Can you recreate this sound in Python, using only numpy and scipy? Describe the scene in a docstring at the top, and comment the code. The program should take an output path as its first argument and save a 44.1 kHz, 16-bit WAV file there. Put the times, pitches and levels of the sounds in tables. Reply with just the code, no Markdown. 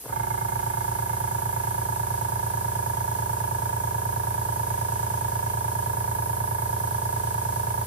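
"""A work table indoors: a small piston compressor comes up beneath it and settles to its speed, while an
airbrush hisses close by and a fan hums far off in the building. At each crank turn a valve knock rings the
housing, its reed answers and an air thump shakes the frame, all as decaying sines; the motor hums at twice
the mains rate, and its torque ripple shifts the knocks and weights every blow. Rattle and hiss are
coloured noise. A pair of close microphone ports listens."""
import sys
import numpy as np
from scipy import signal
from scipy.fft import rfft, irfft
from scipy.io import wavfile

SR = 44100
rng = np.random.default_rng(int(sys.argv[2]) if len(sys.argv) > 2 else 0)


def output_pcm(signal):
    """Save a mono or channel-first signal as 16-bit PCM at the path in sys.argv[1].

    Samples are clipped to [-1, 1] before scaling.
    """
    pcm = np.clip(np.atleast_2d(signal).T, -1, 1) * 32767
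    wavfile.write(sys.argv[1], SR, np.round(pcm).astype(np.int16))


N = 346626
TIME = np.arange(N) / SR

# Airbrush jet; the tile echo changes as the paint spreads and the nozzle tilts:
# (time [s], level [dB], echo lag [ms], echo share [0-1], change below JET_BODY_HZ [dB])
JET_COURSE = [(0, -35.5, 0.19, 0.087, -3.5), (.1, -36, 0.24, .065, -0.5), (.3, -35.5, 0.26, 0.042, 1),
              (1.5, -34.5, 0.27, 0.076, 1.1), (2.6, -34.5, 0.21, .02, 1), (3.6, -34, 0.1, 0.028, 0.3),
              (4.3, -34.5, 0.21, 0.045, 0.1), (4.8, -34.5, 0.28, 0.025, 2), (5.4, -35, 0.228, 0.042, 1.8),
              (6.5, -32.5, .225, 0.064, -2.2), (7.2, -34, 0.216, 0.053, 1.5), (7.86, -35, 0.22, 0.08, 1)]
# Hiss changes as the nozzle moves: (time [s], change near JET_FOCUS_HZ [dB], change above JET_TOP_HZ [dB])
JET_SHIFT = [(0, -1, -1), (.6, 0.5, 1), (1.8, 1, 0.6), (2.6, 0, 0), (3.6, -3, 0.1), (4.6, 1, 0.5),
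             (5.3, -2, 1), (6.3, 1, -0.5), (7.2, -.8, -0.1), (7.86, 1, 1.5)]
# Hiss colour: (frequency [Hz], relative density [dB per Hz])
JET_COLOUR = [(1000, -22), (2200, -9), (3000, -11.3), (4200, -10), (5500, -8.2), (6700, -4.2), (7800, -3.2),
              (9600, -3), (10600, -.8), (12300, -2), (14000, -.7), (15000, 2)]
# Share of hiss power common to both ports, heard directly: (frequency [Hz], share [0-1])
JET_DIRECT = [(2000, .3), (3000, .35), (4600, .3), (5700, .2), (7000, .72), (8000, .68), (9400, .78),
              (10000, .99), (11500, .99), (12200, .83), (14900, .82), (15200, 1)]
# Phase of the direct hiss at the right against the left; around 10-11.5 kHz the two sides sound in step:
# (frequency [Hz], phase [rad])
JET_PORTS = [(2600, 0), (3300, .4), (3800, 2.6), (7000, 3.1), (8200, 2.1), (9000, 1.1), (9900, 0),
             (11500, 0), (12000, -.75), (14900, -2.55), (15200, -3.14)]
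# Rattle colour: (frequency [Hz], relative density [dB per Hz])
RATTLE_COLOUR = [(40, -19), (120, -40), (190, -1), (270, -4.5), (400, -4), (600, -5), (780, -15),
                 (920, -17), (1080, -8), (1250, -10), (1530, -8.5), (1680, -4.5), (1780, -14), (2600, -21),
                 (7000, -29)]
# Rattle likeness between left and right: (frequency [Hz], likeness [-1 to 1])
RATTLE_LIKENESS = [(60, 0.33), (300, -0.72), (900, 0.66), (2000, -0.059), (4000, 0.6)]
# Housing modes rung by the valve; the sign is the direction of the first swing:
# (frequency [Hz], t60 [s], full-tank height left, right [linear], empty-tank height left, right [linear])
HOUSING_MODES = [(247.6, 0.35, -0.0013, -0.0014, 0.00013, -0.0004),
                 (283.5, 0.33, -0.0017, -0.0011, -0.0027, -0.0026),
                 (298.9, 0.35, 0.0027, 0.0026, 0.0041, 0.0031),
                 (328.9, 0.35, -0.0019, -0.002, 0.0018, 0.0011),
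                 (359.8, 0.35, 0.0017, 0.0012, 0.0047, 0.0031),
                 (387.9, 0.301, -0.0021, -0.0065, -0.0046, -0.0052),
                 (416.5, 0.06, 0.0069, 0.014, 0.0019, -0.0021),
                 (436.1, 0.35, -0.0073, -0.0099, 0.002, 0.0048),
                 (473.4, 0.35, 0.00031, -0.0022, 0.00099, -0.00035),
                 (495.8, 0.35, -8.4e-05, 0.0023, -7.5e-05, 0.002),
                 (534.8, 0.35, 0.0012, 0.0085, 0.0019, 0.0045),
                 (572.6, 0.35, -0.0033, -0.0075, -0.0052, -0.008),
                 (610.5, 0.198, -0.007, -0.01, -0.00022, 0.0035),
                 (642.5, 0.069, -0.008, -0.014, -0.015, -0.02),
                 (687.3, 0.22, -0.0038, -0.0091, -0.0051, -0.011),
                 (714.7, 0.013, 0.045, 0.087, 0.04, 0.053), (761.8, 0.071, -0.011, -0.01, -0.0099, -0.0098),
                 (797.9, 0.12, -0.016, -0.014, -0.013, -0.032),
                 (832.2, 0.137, -0.018, 0.0087, -0.021, 0.004), (843.8, 0.021, 0.094, 0.036, 0.11, 0.098),
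                 (891.9, 0.092, -0.034, 0.091, -0.079, 0.11),
                 (906.1, 0.165, -0.04, 0.0019, -0.0069, -0.051),
                 (933.0, 0.057, -0.028, -0.2, -0.0012, -0.2), (952.4, 0.132, 0.0098, -0.0063, 0.014, 0.022),
                 (971.8, 0.259, 0.0031, -0.02, 0.0011, 0.0043),
                 (995.6, 0.163, 0.016, 0.019, 0.0039, 0.0098), (1051.1, 0.12, 0.0035, 0.01, -0.0019, 0.003),
                 (1098.5, 0.059, -0.00012, 0.0085, -0.0039, -0.01),
                 (1146.3, 0.051, 0.0052, -0.0058, 0.012, -0.022),
                 (1220.3, 0.054, 0.013, 0.015, 0.016, 0.0096),
                 (1228.8, 0.014, -0.054, -0.091, -0.061, -0.034),
                 (1266.9, 0.048, 0.018, 0.024, 0.012, 0.0036),
                 (1338.5, 0.121, 0.003, 0.0062, 0.0014, 0.0077),
                 (1363.5, 0.041, 0.0078, -0.0015, 0.017, -0.015),
                 (1415.4, 0.13, 0.0028, 0.00097, 0.00097, 0.0018),
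                 (1474.5, 0.097, -0.0029, -0.0047, -0.0034, -0.004),
                 (1514.6, 0.152, -0.0045, 0.0015, -0.008, 0.0032),
                 (1565.5, 0.035, 0.00013, -0.0077, -0.0005, -0.027),
                 (1601.8, 0.122, -0.0058, -0.0035, -0.012, -0.00026),
                 (1637.4, 0.082, 0.0057, -0.0041, 0.0084, 0.0029),
                 (1653.9, 0.082, 0.0035, -0.0069, 0.0041, -0.0086),
                 (1691.6, 0.082, -0.0085, 0.011, -0.0087, 0.011),
                 (1777.5, 0.005, 0.045, 0.046, 0.068, 0.074)]
# Valve reed modes, heard just after each knock and again as the reed bounces:
# (frequency [Hz], t60 [s], full-tank height left, right [linear], empty-tank height left, right [linear])
REED_MODES = [(2070, .04, 0.00058, 0.0012, -0.00005, -0.0033),
              (2120, 0.15, 0.0000064, -0.001, -0.00027, 0.0085),
              (2250, 0.013, -0.0054, 0.00029, 0.0036, 0.0055),
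              (3165, 0.11, -0.0012, 0.0018, 0.0019, -0.00034)]
# Frame modes shaken by the thump:
# (frequency [Hz], t60 [s], full-tank height left, right [linear], empty-tank height left, right [linear])
FRAME_MODES = [(65.6, .4, .018, .017, .021, .021), (88.5, .045, -.13, -.11, -.068, -.061),
               (110.2, .1, .1, .098, .063, .062), (155.3, .021, -.029, -.046, -.029, -.043),
               (198.3, .132, .0087, .012, .0075, .01)]
# How torque ripple moves and weights a knock or reed blow, left row then right:
# (shift [ms], shift phase [rad], weight [dB], weight phase [rad])
KNOCK_RIPPLE = [(.09, 1.35, .55, 3.2), (.098, 1.56, .6, 2.95)]
# The same for a thump: (shift [ms], shift phase [rad], weight [dB], weight phase [rad])
THUMP_RIPPLE = [(0, 0, 1.3, 3.5)] * 2
# How each part comes up after switch-on, one row each:
# (floor at rest [dB], spin-up [s], steepness [power], full-tank level [dB], empty-tank change [dB])
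RATTLE_RISE = (-16, 0.06, 1, 2.6, -1)
HUM_RISE = (-35, .14, 1.1, -3.7, 1.2)
KNOCK_RISE = (-40, .089, 3.2, -.4, .8)
THUMP_RISE = (-35, .08, 1.6, 0, 0)
# Uneven first blows: (time [s], mode height before random strength and dulling [dB])
RUN_UP_BLOWS = [(0.039, -50), (.049, -53), (.056, -45), (0.063, -46.5), (.080, -46), (0.095, -43),
                (.104, -41)]

# Airbrush: hiss bands, wavering flow, and the echo off the table
JET_BODY_HZ, JET_FOCUS_HZ, JET_FOCUS_WIDE_HZ, JET_TOP_HZ = 10400, 11200, 700, 12200
FLUTTER_DB, FLUTTER_PER_S = .28, 9
TABLE_ECHO_MS, TABLE_ECHO_SHARE = .605, .07

# Distant fan, its rumble, and the air of the room
FAN_HZ, FAN_DB, FAN_RAD = 58.88, -59.5, .63
RUMBLE_DB, RUMBLE_HZ = -61, (48, 77)
ROOM_DB, ROOM_HZ = -55, (60, 724)

# Crank: the angle starts behind a steady rotation and catches up as tank pressure builds
START_TURN, TURNS_PER_S, SURPLUS_TURNS, SETTLE_S = .6184, 27.6495, .487, 1.801
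SWITCH_ON_S, RIPPLE_HZ = .033, 120.045
FILL_S = 1.6  # the blows change colour as the tank fills

# Levels before each rise; REPEATING is the share of rattle power that comes back alike on every turn
RATTLE_DB, RATTLE_LEFT_DB, REPEATING = -50, .1, .1
HUM_DB = -37

# Blow positions in the turn (pairs are left, right); the blows lead a little against an empty tank
KNOCK_TURNS, THUMP_TURNS, EMPTY_LEAD_TURNS = (.6127, .6061), (.8133, .8019), .008
REED_TURNS, BOUNCE_TURNS, BOUNCE_DB = .665, .75, -12.5
VALVE_SOFT_HZ = 1900  # the valve plate lands softly: its click is rolled off above this
RUN_UP_T60_S, RUN_UP_DULL_HZ = .04, 950  # slow blows are short and dull

CUTOFF_HZ = 15730


def from_db(db):
    """Decibels to amplitude gain."""
    return 10 ** (np.asarray(db) / 20)


def rms_one(x):
    """Scale to rms 1."""
    return x / np.sqrt(np.mean(x ** 2) + 1e-20)


def in_time(rows):
    """Each column of a time table at every sample."""
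    s, *columns = np.transpose(rows)
    return [np.interp(TIME, s, column) for column in columns]


def at_hz(points, hz):
    """Read a (frequency, value) table on a log frequency axis."""
    table_hz, values = np.transpose(points)
    return np.interp(np.log(hz + 1), np.log(table_hz), values)


def band(x, edges_hz):
    """Keep one band of a signal."""
    return signal.sosfilt(signal.butter(2, edges_hz, "band", fs=SR, output="sos"), x)


def crank():
    """Crank angle in turns: slightly fast at first, easing to its final speed."""
    return START_TURN + TURNS_PER_S * TIME - SURPLUS_TURNS * np.exp(-TIME / SETTLE_S)


def rise(rest_db, spin_s, steepness, full_db, empty_db):
    """Level in dB: a floor at rest, then spinning up, then following the tank pressure."""
    up = np.clip((TIME - SWITCH_ON_S) / spin_s, 0, 1) ** steepness
    running = up * from_db(full_db + empty_db * np.exp(-TIME / SETTLE_S))
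    return 20 * np.log10(np.maximum(running, from_db(rest_db)))


def ring(clicks, hz, t60):
    """A two-pole resonator: a unit click starts a decaying sine of height 1."""
    r = from_db(-60 / (t60 * SR))
    w = 2 * np.pi * hz / SR
    return signal.lfilter([0, np.sin(w)], [1, -2 * r * np.cos(w), r * r], clicks)


def strokes(modes, at_turns, ripple, level_db, scatter_db, jitter_ms):
    """One blow per turn rings every mode; torque ripple can move the blow early or late and weights it."""
    out = np.zeros((2, N))
    turns = np.arange(int(crank()[-1]))
    chance = rng.standard_normal((len(turns), len(modes) + 1))
    for side in range(2):
        shift_ms, shift_rad, accent_db, accent_rad = ripple[side]
        s = np.interp(turns + at_turns[side], crank(), TIME)
        empty = np.exp(-s / FILL_S)
        s = s - EMPTY_LEAD_TURNS * empty / TURNS_PER_S  # the valve opens sooner against low pressure
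        shift = shift_ms * np.sin(2 * np.pi * RIPPLE_HZ * s + shift_rad)
        s = s + (shift + jitter_ms * chance[:, -1]) / 1000
        accent = accent_db * np.cos(2 * np.pi * RIPPLE_HZ * s + accent_rad)
        at = np.clip(s * SR, 0, N - 2)
        whole, part = at.astype(int), at % 1
        for k, (hz, t60, *height) in enumerate(modes):
            colour = height[side] * (1 - empty) + height[side + 2] * empty
            size = colour * from_db(level_db[whole] + accent + scatter_db * chance[:, k])
            clicks = np.full(N, 1e-18)
            clicks[whole] = size * (1 - part)  # a blow falls between two samples
            clicks[whole + 1] = size * part
            out[side] += ring(clicks, hz, t60)
    return out


def jet(level_db, echo_ms, echo_share, body_db):
    """Airbrush turbulence: smooth bright noise, combed by echoes off the tile and the table."""
    hz = np.fft.rfftfreq(N, 1 / SR)
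    share = np.clip(at_hz(JET_DIRECT, hz), 0, 1)
    table = 1 + TABLE_ECHO_SHARE * np.exp(-2j * np.pi * hz * TABLE_ECHO_MS / 1000)
    direct, left, right = rfft(rng.standard_normal((3, N))) * from_db(at_hz(JET_COLOUR, hz)) * table
    port_phase = np.exp(1j * at_hz(JET_PORTS, hz))
    pair = np.sqrt(share) * direct * [np.ones(len(hz)), port_phase] + np.sqrt(1 - share) * [left, right]

    # The moving tile echo is read between samples from a five times finer copy
    fine = 5 * irfft(pair, 5 * N)
    fine_time = np.arange(5 * N) / (5 * SR)
    echo = [np.interp(TIME - echo_ms / 1000, fine_time, channel) for channel in fine]
    hiss = irfft(pair, N) + echo_share * echo

    body = irfft(pair / (1 + (hz / JET_BODY_HZ) ** 12), N)
    focus = irfft(pair * np.exp(-((hz - JET_FOCUS_HZ) / JET_FOCUS_WIDE_HZ) ** 2), N)
    top = irfft(pair / (1 + (JET_TOP_HZ / (hz + 1)) ** 24), N)
    focus_db, top_db = in_time(JET_SHIFT)
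    # The flow wavers slowly, separately in each band
    slow = irfft(rfft(rng.standard_normal((3, N))) / (1 + (hz / FLUTTER_PER_S) ** 2), N)
    changes_db = (body_db, focus_db, top_db) + FLUTTER_DB * rms_one(slow)
    for part, db in zip((body, focus, top), changes_db):
        hiss += (from_db(db) - 1) * part
    return rms_one(hiss) * from_db(level_db)


def far_fan():
    """Another motor far off in the building: a faint low tone, a little rumble and the dull air of the room."""
    tone = np.sqrt(2) * np.sin(2 * np.pi * FAN_HZ * TIME + FAN_RAD)
    mid, side = band(rng.standard_normal((2, N)), RUMBLE_HZ)
    rumble = rms_one(mid + .4 * side * [[1], [-1]])
    air = band(rng.standard_normal((2, N)), ROOM_HZ)
    room = rms_one(air[0] + .21 * air)  # mostly shared by the two ports
    return from_db(FAN_DB) * tone + from_db(RUMBLE_DB) * rumble + from_db(ROOM_DB) * room


def rattle(level_db, between=.54, fade_turns=.05):
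    """Loose parts and escaping air: partly repeating noise that flares once a turn and dies to a steady bed."""
    hz = np.fft.rfftfreq(N, 1 / SR)
    alike = np.clip(at_hz(RATTLE_LIKENESS, hz), -1, 1)
    fresh, stored = rng.standard_normal((2, 2, N))
    again = stored[:, (crank() % 1 * SR / TURNS_PER_S).astype(int)]  # same noise at the same crank angle
    noise = np.sqrt(1 - REPEATING) * fresh + np.sqrt(REPEATING) * again
    mid, side = rfft(noise) * from_db(at_hz(RATTLE_COLOUR, hz))
    pair = irfft(np.sqrt(1 + alike) * mid + np.sqrt(1 - alike) * side * [[1], [-1]], N)
    flare = between + np.exp(-((crank() - KNOCK_TURNS[1]) % 1) / fade_turns)
    balance = from_db([[RATTLE_LEFT_DB], [-RATTLE_LEFT_DB]])
    return rms_one(pair * flare) * from_db(RATTLE_DB + level_db) * balance


def hum(level_db):
    """Magnetic hum; the piston load bends it once a turn, which adds side tones mostly above it."""
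    load = np.exp(2j * np.pi * (crank() - .95))
    bent = 1 / (1 - .42 * load) + .09 / load
    tone = np.exp(1j * (2 * np.pi * RIPPLE_HZ * TIME + 2.0))
    return np.sqrt(2) * from_db(HUM_DB + level_db) * np.real(bent * tone)


def valve_knock():
    """The valve plate strikes the housing each turn and rings its modes; the soft landing dulls the click."""
    knock = strokes(HOUSING_MODES, KNOCK_TURNS, KNOCK_RIPPLE, rise(*KNOCK_RISE), scatter_db=.2, jitter_ms=.008)
    soft = signal.butter(8, VALVE_SOFT_HZ, fs=SR, output="sos")
    return signal.sosfilt(soft, knock + run_up())


def reed():
    """The valve reed rings just after the knock and again, more weakly, as it bounces."""
    out = np.zeros((2, N))
    for turns, db in [(REED_TURNS, 0), (BOUNCE_TURNS, BOUNCE_DB)]:
        level_db = rise(*KNOCK_RISE) + db
        out += strokes(REED_MODES, (turns, turns), KNOCK_RIPPLE, level_db, scatter_db=5.0, jitter_ms=.056)
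    return out


def air_thump():
    """A push of air each turn shakes the low modes of the frame."""
    return strokes(FRAME_MODES, THUMP_TURNS, THUMP_RIPPLE, rise(*THUMP_RISE), scatter_db=.05, jitter_ms=.02)


def run_up():
    """Uneven first blows as the motor runs up; each catches the housing modes with random strengths."""
    s, db = np.transpose(RUN_UP_BLOWS)
    chance = rng.standard_normal((len(s), len(HOUSING_MODES)))
    out = np.zeros((2, N))
    for k, (hz, t60, *_) in enumerate(HOUSING_MODES):
        dulling = np.hypot(1, (hz / RUN_UP_DULL_HZ) ** 3)
        clicks = np.full((2, N), 1e-18)
        clicks[:, (s * SR).astype(int)] = from_db(db) * chance[:, k] / dulling
        out += ring(clicks, hz, min(t60, RUN_UP_T60_S))
    return out


def scene():
    """Airbrush close to the ports, compressor under the table, fan far off."""
    surroundings = jet(*in_time(JET_COURSE)) + far_fan()
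    motor = rattle(rise(*RATTLE_RISE)) + hum(rise(*HUM_RISE))
    blows = valve_knock() + reed() + air_thump()
    return surroundings + motor + blows


def record(dry):
    """The microphone pair: deep bass and the extreme top are cut."""
    thin = signal.sosfilt(signal.butter(4, 42, "high", fs=SR, output="sos"), dry)
    return signal.sosfilt(signal.ellip(14, .3, 90, CUTOFF_HZ, fs=SR, output="sos"), thin)


dry = scene()
out = record(dry)
output_pcm(out)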